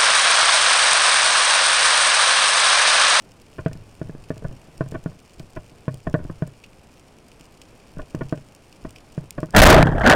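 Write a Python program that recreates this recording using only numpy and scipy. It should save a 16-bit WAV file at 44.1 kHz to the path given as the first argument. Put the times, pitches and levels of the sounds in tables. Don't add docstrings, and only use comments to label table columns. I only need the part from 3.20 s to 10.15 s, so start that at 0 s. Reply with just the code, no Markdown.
import sys
import numpy as np
from scipy import signal
from scipy.fft import rfft, irfft, next_fast_len
from scipy.io import wavfile
from scipy.ndimage import map_coordinates

SR = 44100
rng = np.random.default_rng(int(sys.argv[2]) if len(sys.argv) > 2 else 0)


def to_wav(s):
    ch = np.atleast_2d(s).T
    pcm = np.round(np.clip(ch, -1, 1) * 32767)
    wavfile.write(sys.argv[1], SR, pcm.astype(np.int16))


N = 306495
TIME = np.arange(N) / SR

# (frequency [Hz], density [dB per Hz])
SEA_SPECTRUM = [(20, 3), (65, 1), (154, 0.5), (422, -4.5), (678, -7.5), (1200, -14), (1910, -19),
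                (2500, -17), (3900, -25), (5300, -24.5), (6300, -27.5), (8800, -29), (11000, -31.5),
                (16000, -50)]
# (frequency [Hz], density [dB per Hz])
SNAP_SPECTRUM = [(500, -36), (1700, -18), (2500, 4), (3100, -0.5), (3800, -9.5), (4500, -3), (5400, -1),
                 (6300, -8.5), (7000, -2.5), (7700, -7), (9000, -4), (10500, -22), (15500, -8.5)]
# (time [s], level before the near gain [dB], treble against the rest [dB])
NEAR_SNAPS = [(0.532, -33, -8), (2.196, -31, -11), (2.7433, -33, -4), (3.276, -38, 8), (3.439, -28, -17),
              (4.117, -36.5, -12), (4.4167, -30.5, -12.5), (4.95, -31.5, -7), (5.7606, -30, -16),
              (6.1073, -22, -2.5), (6.3072, -33.5, -2)]
# (frequency [Hz], density [dB per Hz])
RUB_SPECTRUM = [(20, 7), (55, -2.5), (110, -0.5), (300, -15.5), (700, -21.5), (1800, -40), (3000, -63)]
# (time [s], peak level [dB])
KNOCK_HITS = [(.461, -7), (.553, -27.5), (.815, -14), (.895, -20.5), (.95, -24), (1.104, -10.5),
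              (1.223, -25), (1.312, -29), (1.608, -8), (1.722, -20), (1.86, -12), (2.2, -24.5),
              (2.68, -9.5), (2.941, -5), (2.948, -17.5), (3.002, -24), (3.05, -23.5), (3.222, -10.5),
              (4.77, -23.5), (4.947, -12.5), (5.125, -8.5), (5.978, -14.5), (6.23, -10.5)]
# (time [s], peak level [dB], length [s])
CREAK_RUNS = [(.383, -18.5, 0.011), (1.244, -17.5, 0.0085), (1.742, -18.5, 0.017), (2.363, -20, 0.013),
              (2.868, -15, 0.0071), (3.097, -20.5, 0.006), (4.789, -20, 0.01), (5.009, -14.5, 0.01),
              (5.647, -20, .0081), (6.179, -16, 0.0088)]
# (frequency [Hz], relative level [dB], t60 [s])
BODY_MODES = [(39.7, -33, 0.32), (65.3, -30, 0.23), (104.6, -26.5, 0.78), (134.7, -17, 0.27),
              (157.9, -2, 0.08), (246.6, -12, 0.057), (300, -12.5, 0.046), (431, -20, 0.058),
              (546, -32.5, 0.091), (613.4, -24, 0.12), (1050, -12.5, 0.011), (1466, -14, 0.026),
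              (1720, -12.5, 0.015), (2340, 4, 0.008)]
# (frequency [Hz], gain [dB])
WALL_GAIN = [(500, 0), (660, 4.5), (800, -10.5), (950, 0), (1200, -1.5), (1900, -1.5), (2100, -20.5),
             (2600, -21), (3400, -18.5), (5000, -49), (16000, -68)]
# (time at full speed [s], hold [s], rise [dB/s],
# low thudding [dB], bright rattling [dB], surge of water [dB])
SHOT_RUNS = [(6.384, 0.21, 1100, 7.5, 9.5, 16.5), (6.871, 0.056, 432, -9.5, -6.5, -14.5)]
# (time [s], level [dB], t60 [s])
CLASH_HITS = [(6.341, -20, .054), (6.348, -5.5, 0.046), (6.3637, 36, 0.018), (6.418, 36, 0.025),
              (6.432, 40.5, 0.0211), (6.4696, 37, 0.013), (6.498, 30.5, 0.03), (6.616, -6.5, 0.037),
              (6.627, 10, 0.0093), (6.669, -10.5, 0.05), (6.781, -15.5, 0.033), (6.809, -14, 0.021),
              (6.8727, 9, 0.017), (6.9, 8, .022)]
# (frequency [Hz], density [dB per Hz])
SCRAPE_SPECTRUM = [(60, -14), (160, 1.5), (320, -3.5), (480, -2), (660, 3.5), (850, -4), (1200, -12.5),
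                   (1550, -2.5), (1850, -5), (2200, -29.5), (3200, -21), (4200, -37), (9000, -44.5),
                   (16000, -62)]
# (frequency [Hz], density [dB per Hz])
SURGE_SPECTRUM = [(15, -9.5), (40, 0.5), (60, -8), (80, -5), (140, -12), (220, -13.5), (500, -32.5),
                  (1500, -73.5)]

SEA_DB = -50.5
STRAY_COUNT, STRAY_DB, STRAY_TREBLE_DB = 28, -38, -7
SLIDE_LAG_S, SLIDE_HALF_S, SLIDE_DB = 0.021, 0.027, -18.5
SWAY_LAG_S, SWAY_HALF_S, SWAY_DB = 0.033, 0.065, -45
SOFT_CONTACT_HZ, HARD_CONTACT_HZ = 444, 2100
REBOUND_S, REBOUND_LOSS_DB, REBOUND_HZ = .054, 20, 747
TOUCH_COUNT, TOUCH_DB = 6, -37.5
LEAD_S = .0012
FLAP_START_S, FLAP_GAP_S, FLAP_COUNT = 6.532, .0312, 8
FLAP_DB, FLAP_LOSS_DB = 5, 2.5
FLAP_FIRST_HZ, FLAP_LAST_HZ = 200, 850
THUD_SAG_DB_PER_S, RATTLE_SAG_DB_PER_S, SURGE_SAG_DB_PER_S = 61.5, 99.5, 119.5
THUD_RELEASE_DB_PER_S, RATTLE_RELEASE_DB_PER_S, SURGE_RELEASE_DB_PER_S = 1000, 339, 400
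SLACK_THUD_DB, SLACK_RATTLE_DB, SLACK_SURGE_DB = -30.5, -37, -24
CLATTER_PER_S, CLATTER_DB, CLATTER_T60_S = 50, 8, .02
TOP_HZ = 16100


def amp(db):
    return 10 ** (np.asarray(db) / 20)


def unit(x):
    return x / np.sqrt(np.mean(x ** 2) + 1e-20)


def fade(t, t60):
    return np.exp(-np.log(1000) * t / t60)


def add(track, s, sound):
    room = track[max(round(s * SR), 0):][:len(sound)]
    room += sound[:len(room)]


def lowpass(x, hz, order):
    return signal.sosfilt(signal.butter(order, np.clip(hz, 20, SR / 2 - 1), fs=SR, output="sos"), x)


def highpass(x, hz, order):
    return signal.sosfilt(signal.butter(order, np.clip(hz, 20, SR / 2 - 1), "high", fs=SR, output="sos"), x)


def colour(x, points):
    size = 2 * next_fast_len(len(x))
    hz, db = np.transpose(points)
    gain = amp(np.interp(np.log(np.fft.rfftfreq(size, 1 / SR) + 1), np.log(hz), db))
    cepstrum = irfft(np.log(gain))
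    cepstrum[1:size // 2] *= 2
    cepstrum[size // 2 + 1:] = 0
    return irfft(rfft(x, size) * np.exp(rfft(cepstrum)))[:len(x)]


def noise(points):
    return unit(colour(rng.standard_normal(N), points))


def wobble(rate):
    return map_coordinates(rng.standard_normal(4096), [TIME * rate], mode="wrap")


def grains(rate, spread_db):
    hit = rng.random(N) < rate / SR
    size_db = spread_db * np.minimum(rng.exponential(size=N), 4)
    return hit * rng.choice([-1, 1], N) * amp(size_db)


def sea():
    return amp(SEA_DB + 0.68 * wobble(rate=4.14)) * noise(SEA_SPECTRUM)


def shrimp(near_db=11, far_db=-62.5, ring_t60=0.015, ring_share=0.15):
    t = TIME[:SR // 25]
    hz, snap_db = np.transpose(SNAP_SPECTRUM)
    octaves = np.log2(np.clip(hz, 2500, 9000) / 5000)

    def snap(treble_db):
        bright = treble_db + 8
        click = ring_share * rng.standard_normal(len(t)) * fade(t, ring_t60 / amp(bright))
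        click[0] += 1
        click = colour(click, np.c_[hz, snap_db + .8 * bright * octaves])
        click = lowpass(click, 14000, order=4)
        return click / np.linalg.norm(click)

    near = np.zeros(N)
    for s, db, treble_db in NEAR_SNAPS:
        add(near, s, amp(db + near_db) * snap(treble_db))
    for when, size, tone in rng.random((STRAY_COUNT, 3)):
        level_db = STRAY_DB + near_db + 6.7 * (size - .5)
        add(near, when * TIME[-1], amp(level_db) * snap(STRAY_TREBLE_DB + 16 * (tone - .5)))
    far = np.zeros(N)
    for treble_db in np.linspace(-13, -3, num=8):
        far += signal.fftconvolve(grains(rate=22, spread_db=3.0), snap(treble_db))[:N]
    return near + amp(far_db) * unit(far)


def rubs():
    def swell(s, half):
        return np.exp(-((TIME - s) / half) ** 2)

    slides = sum(amp(db + SLIDE_DB) * swell(s + SLIDE_LAG_S, SLIDE_HALF_S) for s, db, _ in CREAK_RUNS)
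    sways = amp(SWAY_DB) * sum(swell(s + SWAY_LAG_S, SWAY_HALF_S) for s, _ in KNOCK_HITS)
    return (slides + sways) * noise(RUB_SPECTRUM) * amp(4.0 * wobble(rate=60))


def gun_ring(force, contact_hz, scatter_db=4.0, loose=0.94, loose_hz=500, loose_t60=0.061, tick_db=-31):
    t = np.arange(SR // 2) / SR
    hz, db, t60 = np.transpose(BODY_MODES)[:, :, None]
    size, detune = rng.standard_normal((2, len(BODY_MODES), 1))
    modes = np.cos(2 * np.pi * hz * (1 + 0.019 * detune) * t) * fade(t, t60)
    ring = np.sum(amp(db + scatter_db * size) * modes, axis=0)
    load = np.exp(-2 * np.pi * contact_hz * t[:SR // 500])[::-1]
    chatter = rng.standard_normal(len(t)) * (fade(t, loose_t60) - fade(t, 0.0072))
    chatter = highpass(chatter, loose_hz, order=2)
    chatter *= loose / np.linalg.norm(chatter)
    chatter[0] = 1
    ring = signal.fftconvolve(ring, chatter)
    ring = signal.fftconvolve(ring, np.convolve(force, load))[:len(t)]
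    ring = colour(ring, WALL_GAIN)
    tick = highpass(rng.standard_normal(len(t)), 1700, order=1)
    tick = lowpass(tick, 3000, order=2) * fade(t, 0.04)
    return ring / np.abs(ring).max() + amp(tick_db) * np.roll(tick, SR // 500)


def push(db, contact_hz, loose=0.8):
    return amp(db) * gun_ring([1.], contact_hz, loose=loose * contact_hz / 700)


def knocks():
    out = np.zeros(N)
    for s, db in KNOCK_HITS:
        add(out, s - LEAD_S, push(db, SOFT_CONTACT_HZ + HARD_CONTACT_HZ * amp(db) ** 2))
        rebound = s + REBOUND_S * np.exp(.12 * rng.standard_normal())
        add(out, rebound, push(db - REBOUND_LOSS_DB, REBOUND_HZ))
    for s in rng.uniform(KNOCK_HITS[0][0], SHOT_RUNS[0][0], TOUCH_COUNT):
        add(out, s, push(TOUCH_DB, SOFT_CONTACT_HZ))
    return out


def creaks(slip_hz=540, jitter=0.432, first_share=0.55):
    out = np.zeros(N)
    for s, db, length in CREAK_RUNS:
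        gap, size = rng.standard_normal((2, 24))
        when = np.cumsum(np.exp(jitter * gap)) / slip_hz
        when -= when[0]
        progress = when / length
        slips = (first_share + progress) * np.exp(0.19 * size - progress ** 6)
        force = np.bincount((when * SR).astype(int), slips)
        add(out, s - LEAD_S, amp(db) * gun_ring(force, contact_hz=1390, loose=0.38))
    return out


def flaps():
    out = np.zeros(N)
    for k, contact_hz in enumerate(np.geomspace(FLAP_FIRST_HZ, FLAP_LAST_HZ, num=FLAP_COUNT)):
        add(out, FLAP_START_S + k * FLAP_GAP_S, push(FLAP_DB - k * FLAP_LOSS_DB, contact_hz))
    return out


def bubbles(centre_hz, spread, cycles, rise, count):
    out, t = np.zeros(N), TIME[:SR // 16]
    first = CLASH_HITS[0][0]
    starts = first + (TIME[-1] - first) * (np.arange(count) + rng.random(count)) / count
    for s, (pitch, size) in zip(starts, rng.standard_normal((count, 2))):
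        hz = centre_hz * np.exp(spread * pitch)
        age = t * hz / cycles
        glide = 1 + rise * np.minimum(age, 3) / 2
        add(out, s, amp(3.6 * size) * age * np.exp(-3 * age) * np.sin(2 * np.pi * hz * t * glide))
    return out / out[round(first * SR):].std()


def run_level(peaks_db, sag_db_per_s, release_db_per_s, slack_db):
    gain = amp(slack_db) * (TIME > SHOT_RUNS[0][0])
    for (s, hold, rise_db_per_s, *_), db in zip(SHOT_RUNS, peaks_db):
        age = TIME - s
        drop_db = rise_db_per_s * np.maximum(-age, 0)
        drop_db += sag_db_per_s * np.clip(age, 0, hold)
        drop_db += release_db_per_s * np.maximum(age - hold, 0)
        gain = np.maximum(gain, amp(db - drop_db))
    return gain


def shot(thud_bubbles=0.69, rattle_bubbles=0.46):
    *_, thud_db, rattle_db, surge_db = np.transpose(SHOT_RUNS)
    thudding = run_level(thud_db, THUD_SAG_DB_PER_S, THUD_RELEASE_DB_PER_S, SLACK_THUD_DB)
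    rattling = run_level(rattle_db, RATTLE_SAG_DB_PER_S, RATTLE_RELEASE_DB_PER_S, SLACK_RATTLE_DB)
    surging = run_level(surge_db, SURGE_SAG_DB_PER_S, SURGE_RELEASE_DB_PER_S, SLACK_SURGE_DB)
    scrape = colour(grains(rate=2000, spread_db=4.5), SCRAPE_SPECTRUM)
    thuds = unit(lowpass(scrape, 710, order=2) * amp(6.6 * wobble(rate=120)))
    rattles = -unit(highpass(scrape, 970, order=2) * amp(5.2 * wobble(rate=150)))
    low_bubbles = bubbles(centre_hz=659.0, spread=0.427, cycles=5.84, rise=.15, count=60)
    high_bubbles = bubbles(centre_hz=1404.0, spread=0.18, cycles=7.7, rise=0.067, count=90)
    thuds = 0.91 * thuds + thud_bubbles * low_bubbles
    rattles = 0.77 * rattles + rattle_bubbles * high_bubbles
    strike_time = TIME[:SR // 4]
    clatter = amp(CLATTER_DB) * rattling * np.abs(grains(rate=CLATTER_PER_S, spread_db=1.5))
    blows = signal.fftconvolve(clatter, fade(strike_time, CLATTER_T60_S))[:N]
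    for start, db, t60 in CLASH_HITS:
        add(blows, start, amp(db) * fade(strike_time, t60))
    blows = lowpass(blows, 310, order=1)
    scraping = thudding * thuds + rattling * rattles
    return scraping + blows * noise(SCRAPE_SPECTRUM) + surging * noise(SURGE_SPECTRUM)


def scene():
    background = sea() + shrimp()
    handling = rubs() + knocks() + creaks()
    return (background + handling + flaps() + shot())[None]


def record(dry, ceiling=0.46):
    clipped = np.clip(dry, -ceiling, ceiling)
    size = next_fast_len(N + SR // 2)
    kept = np.fft.rfftfreq(size, 1 / SR) < TOP_HZ
    return irfft(rfft(clipped, size) * kept, size)[..., :N]


dry = scene()
out = record(dry)
to_wav(out)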